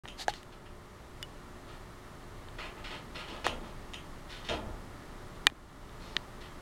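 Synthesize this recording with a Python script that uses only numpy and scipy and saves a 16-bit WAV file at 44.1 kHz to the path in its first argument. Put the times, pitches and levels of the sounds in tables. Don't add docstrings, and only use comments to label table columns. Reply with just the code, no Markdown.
import sys
import numpy as np
from scipy import signal
from scipy.fft import rfft, irfft
from scipy.io import wavfile

SR = 44100
rng = np.random.default_rng(int(sys.argv[2]) if len(sys.argv) > 2 else 0)


def transcribe(u):
    v = np.clip(np.atleast_2d(u).T, -1, 1)
    q = np.round(v * 32767).astype(np.int16)
    wavfile.write(sys.argv[1], SR, q)


N = 291501
TIME = np.arange(N) / SR

# (frequency [Hz], relative level [dB])
AIR_COLOUR = [(12, 1.5), (29, 16), (42, 2), (100, 2.5), (300, -3.5), (500, -9), (1250, -7.5), (1580, -12.5),
              (1850, -12.5), (2450, -19), (4000, -22), (5200, -25.5), (9500, -29.5), (16000, -39)]
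# (time [s], level [dB])
AIR_FADER = [(0, -49), (0.55, -51), (1.25, -48), (3.3, -46.5)]
# (frequency [Hz], level [dB])
FAN_HUM = [(59.5, -63), (91.5, -70.5), (120, -71), (360, -62), (425.3, -67.5), (592.2, -66.5)]

# (time [s], length [s], level [dB])
FINGER_RUBS = [(0.166, 0.093, -40), (0.274, 0.043, -39.5)]
# (frequency [Hz], relative level [dB])
SKIN_COLOUR = [(500, -16), (800, 2), (1100, -13), (1700, -3), (2400, -6.5), (3400, -3.5), (4350, 3),
               (5400, -8), (8500, -14), (12000, -22.5), (16000, -35)]
# (time [s], peak [dB], low edge [Hz], high edge [Hz])
GRIP_KNOCK = [(0.2817, -12, 320, 11800)]
# (frequency [Hz], level [dB], t60 [s])
GRIP_MODES = [(760, 3, 0.03), (830, -4, 0.077), (1653, 3.5, 0.013), (2920, 4, 0.0014), (6100, -1, 0.0023)]
# (time [s], peak [dB], low edge [Hz], high edge [Hz])
STRAP_PING = [(1.2278, -23.5, 900, 15000)]
# (frequency [Hz], level [dB], t60 [s])
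STRAP_MODES = [(2110, 13, 0.0034), (2945, 7, 0.059), (3480, 6, 0.021), (4990, 14, 0.0033),
               (7000, 1.1, 0.012), (10950, 3.2, 0.0082)]
# (time [s], snap peak [dB], band centre [Hz], tick relative to snap [dB], longest t60 [s])
CASE_CLICKS = [(0.055, -29.5, 1160, -28, .02), (0.338, -30, 2100, -6, .01), (0.431, -34.5, 3500, -3, .01),
               (2.486, -35.5, 2600, -20, .015), (3.4662, -11.5, 860, -9.5, 0.028),
               (5.4688, 1, 2370, -10, 0.048), (5.4992, -31.5, 1490, -12, .01),
               (5.521, -35.5, 208, -25, .02), (5.894, -39.5, 1490, -17, .01), (6.1664, -9, 3000, -26, .011)]
# (frequency [Hz], level [dB], t60 [s])
CASE_MODES = [(405, -7, 0.013), (814, -11, 0.064), (1145, 2.5, 0.005), (1890, 3, 0.0098), (2420, -8, 0.037),
              (3110, 7, 0.0053), (3650, 2, 0.008), (4200, -9.5, 0.0081), (6100, -7.5, 0.0047),
              (7370, -15, 0.0088), (8500, -19.5, 0.012), (14700, -7, 0.0028)]

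# (frequency [Hz], t60 [s])
ROOM_DECAY = [(60, 0.61), (300, 0.83), (800, 0.38), (3000, 0.27), (6000, 0.17), (14000, 0.5)]
# (time [s], level [dB], contact brightness [Hz])
FITTING_SHAKES = [(0.078, -19, 8800), (3.473, -11.5, 9000), (3.936, -14.5, 8800), (4.4898, -9.5, 5730)]
# (frequency [Hz], level [dB], t60 [s])
FITTING_MODES = [(2720, -2, .014), (2950, -5, .02), (3090, 0, .03), (3270, -4, .022), (3660, -4, .022),
                 (4950, -7, .008), (5760, -6, .008), (6450, -5, .009), (8820, -9, .011)]
# (time [s], chatter level [dB], chatter decay [s], boom level [dB])
DOOR_BUMPS = [(3.465, -36.5, 0.025, -42), (3.52, -41.5, 0.05, -50), (4.493, -33.5, 0.053, -50),
              (4.66, -46.5, 0.055, -35)]
# (frequency [Hz], level [dB], t60 [s])
PANEL_MODES = [(66.6, -17, 0.1), (117, -19, 0.12), (267, -15, 0.036), (356, -17, .025), (616, -9, 0.042),
               (710, -5, 0.027), (878, 0.5, .027), (1037, 0.5, 0.015), (1290, 2.5, .014), (1740, 2, 0.011),
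               (2640, -6, 0.014)]
# (time [s], slide [s], rasp level [dB], panel push relative to rasp [dB], speed [x usual])
CLAW_STROKES = [(0.287, 0.031, -41.5, -7.5, 0.98), (0.335, 0.054, -49.5, -19, 1.27),
                (0.521, 0.028, -50.5, -4, 0.93), (0.653, 0.021, -49.5, -10, .8),
                (1.66, 0.14, -54.5, 0.5, 0.97), (2.582, 0.12, -38.5, -9, 0.75),
                (2.76, 0.084, -50.5, -1, 0.74), (2.838, 0.08, -41, -15, 0.85),
                (2.903, 0.095, -41, -4, 0.86), (3.145, 0.13, -40.5, -7, 0.87), (3.27, 0.16, -44, -1, 0.91),
                (3.4435, 0.037, -29.5, -3, 0.92), (3.62, .12, -53, 1.5, 0.85), (4.289, 0.15, -45.5, -20, 1),
                (4.44, 0.066, -45.5, -25, 1), (4.485, 0.086, -35, -0.5, .95), (5.99, 0.2, -53, -2.5, 1.14),
                (6.402, 0.086, -51, -24, .95)]
# (frequency [Hz], relative level [dB])
RASP_COLOUR = [(600, -23), (1500, 0), (2200, 0), (2950, 2), (3500, 2.5), (4400, -3), (6000, -10.5),
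               (7500, -18), (10000, -22.5), (16000, -37)]

# (frequency [Hz], gain [dB], width [octaves])
MIC_EQ = [(1200, 0.5, 0.039), (1580, -3, 0.11), (1745, 1, 0.043), (2500, -3, 0.093), (9600, 0, 0.33)]


def from_db(db):
    return 10 ** (np.asarray(db) / 20)


def rms_one(x):
    return x / np.sqrt(np.mean(x ** 2) + 1e-20)


def energy_one(x):
    return x / np.sqrt(np.sum(x ** 2) + 1e-20)


def at_hz(points, hz):
    table_hz, values = np.transpose(points)
    return np.interp(np.log(np.maximum(hz, 1)), np.log(table_hz), values)


def coloured(x, spectrum, speed=1):
    gain = from_db(at_hz(spectrum, np.fft.rfftfreq(len(x), 1 / SR) / speed))
    return irfft(rfft(x) * rms_one(gain), len(x))


def cut(x, hz, kind):
    return signal.sosfilt(signal.butter(2, min(hz, SR / 2 - 1000), kind, fs=SR, output="sos"), x)


def band(x, low_hz, high_hz):
    for _ in range(2):
        x = cut(cut(x, low_hz, "high"), high_hz, "low")
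    return x


def add(track, start_s, sound):
    i = max(round(start_s * SR), 0)
    track[i:i + len(sound)] += sound[:N - i]


def ring(modes):
    t = TIME[:SR // 4]
    return sum(from_db(db - 60 * t / t60) * np.sin(2 * np.pi * hz * t) for hz, db, t60 in modes)


def grains(per_s, spread_db, size):
    strengths = from_db(spread_db * np.minimum(rng.exponential(1, size), 4)) * rng.standard_normal(size)
    return rms_one(strengths * (rng.random(size) < per_s / SR))


def ventilation(waver_rad=0.16):
    fader = from_db(np.interp(TIME, *np.transpose(AIR_FADER)))
    bed = fader * rms_one(coloured(rng.standard_normal(N), AIR_COLOUR))
    for hz, db in FAN_HUM:
        wander = rms_one(cut(rng.standard_normal(N), 3.1, "low"))
        bed += np.sqrt(2) * from_db(db) * np.sin(2 * np.pi * hz * TIME + waver_rad * wander)
    return bed


def finger_rubs():
    swells = sum(from_db(db) * np.sin(np.pi * np.clip((TIME - start_s) / length_s, 0, 1)) ** 2
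                 for start_s, length_s, db in FINGER_RUBS)
    return swells * coloured(grains(per_s=20000, spread_db=0.8, size=N), SKIN_COLOUR)


def snaps(hits, modes, bend_hz=2400, bend_width_hz=3000):
    out = np.zeros(N)
    _, poles = signal.iirpeak(bend_hz, bend_hz / bend_width_hz, fs=SR)
    body = signal.lfilter(poles[::-1], poles, ring(modes))
    for start_s, peak_db, low_hz, high_hz in hits:
        snap = band(body, low_hz, high_hz)
        add(out, start_s, from_db(peak_db) * snap / np.abs(snap).max())
    return out


def case_clicks(spread=2.25, tick_band_hz=(4380, 14100), thud_band_hz=(142, 415), thud_db=-30):
    out = np.zeros(N)
    for start_s, peak_db, centre_hz, tick_db, longest_s in CASE_CLICKS:
        damped_modes = [(hz, db, min(t60, longest_s)) for hz, db, t60 in CASE_MODES]
        snap = (start_s, peak_db, centre_hz / spread, centre_hz * spread)
        tick = (start_s, peak_db + tick_db, *tick_band_hz)
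        thud = (start_s, peak_db + thud_db, *thud_band_hz)
        out += snaps([snap, tick, thud], damped_modes)
    return out


def room(x, early_db=-8.5, early_decay_s=0.0026, early_per_s=1500):
    t, tail = TIME[:SR * 3 // 4], 0
    edges_hz = np.geomspace(30, 17000, 13)
    for low, high in zip(edges_hz, edges_hz[1:]):
        band_pass = signal.butter(2, [low, high], "band", fs=SR, output="sos")
        t60 = at_hz(ROOM_DECAY, np.sqrt(low * high))
        tail += signal.sosfilt(band_pass, rng.standard_normal(len(t))) * from_db(-60 * t / t60)
    reflections = rng.standard_normal(len(t)) * (rng.random(len(t)) < early_per_s / SR)
    early = reflections * np.exp(-t / early_decay_s)
    response = energy_one(tail) + from_db(early_db) * energy_one(early)
    response[0] += 1
    return signal.fftconvolve(x, energy_one(response))[:N]


def fitting_jingles(bounce_s=0.007, bounce_db=3.5):
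    out, body = np.zeros(N), ring(FITTING_MODES)
    for start_s, db, contact_hz in FITTING_SHAKES:
        strike = energy_one(cut(body, contact_hz, "low"))
        add(out, start_s, from_db(db) * strike)
        add(out, start_s + bounce_s, from_db(db + bounce_db) * strike)
    return out


def panel_rattle(rise_s, decay_s, contact_hz):
    t = TIME[:SR // 2]
    force = np.minimum(t / rise_s, 1) * np.exp(-np.maximum(t - rise_s, 0) / decay_s)
    contacts = force * grains(per_s=3300, spread_db=0.9, size=len(t))
    panel = energy_one(cut(ring(PANEL_MODES), contact_hz, "low"))
    return signal.fftconvolve(contacts, panel)


def door_bumps(usual_contact_hz=1190, usual_decay_s=0.031):
    out = np.zeros(N)
    for start_s, chatter_db, decay_s, boom_db in DOOR_BUMPS:
        contact_hz = usual_contact_hz * np.sqrt(usual_decay_s / decay_s)
        chatter = panel_rattle(rise_s=0.013, decay_s=decay_s, contact_hz=contact_hz)
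        boom = panel_rattle(rise_s=0.0071, decay_s=0.018, contact_hz=134)
        add(out, start_s, from_db(chatter_db) * chatter + from_db(boom_db) * boom)
    return out


def claw_strokes(usual_db=-43.5, bite_share=0.074, bite_power=0.82, fade_db=22.5, release_s=0.025):
    out, t = np.zeros(N), TIME[:SR // 2]
    panel = energy_one(ring(PANEL_MODES))
    for start_s, slide_s, rasp_db, push_db, speed in CLAW_STROKES:
        bite_s = bite_share * slide_s * from_db(usual_db - rasp_db) ** bite_power
        pressure = np.interp(t, np.cumsum([0, bite_s, slide_s, release_s]), [0, 1, from_db(-fade_db), 0])
        slips = pressure * grains(per_s=6000, spread_db=1.5, size=len(t))
        add(out, start_s, from_db(rasp_db) * coloured(slips, RASP_COLOUR, speed)[:SR // 3])
        add(out, start_s, from_db(rasp_db + push_db) * signal.fftconvolve(slips, panel))
    return out


def scene():
    door = claw_strokes() + door_bumps() + fitting_jingles()
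    handling = case_clicks() + snaps(GRIP_KNOCK, GRIP_MODES) + snaps(STRAP_PING, STRAP_MODES)
    handling += finger_rubs()
    return (room(door) + handling + ventilation())[None]


def microphone(x):
    for hz, db, octaves in MIC_EQ:
        b, a = signal.iirpeak(hz, 1 / (octaves * np.log(2)), fs=SR)
        x = x + (from_db(db) - 1) * signal.lfilter(b, a, x)
    return x


def gain_control(x, threshold_db=-6.5, release_db_per_s=14.5, attack_s=0.031):
    over_db = np.maximum(20 * np.log10(np.abs(x) + 1e-9) - threshold_db, 0)
    release_db = release_db_per_s * TIME
    held_db = np.maximum.accumulate(over_db + release_db, axis=-1) - release_db
    pole = np.exp(-1 / (attack_s * SR))
    duck_db = signal.lfilter([1 - pole], [1, -pole], held_db)
    return x * from_db(-duck_db)


def record(dry, start_s=0.036, cutoff_hz=15900):
    x = gain_control(microphone(dry)) * (TIME > start_s)
    return signal.sosfilt(signal.ellip(10, 0.1, 70, cutoff_hz, fs=SR, output="sos"), x)


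dry = scene()
out = record(dry)
transcribe(out)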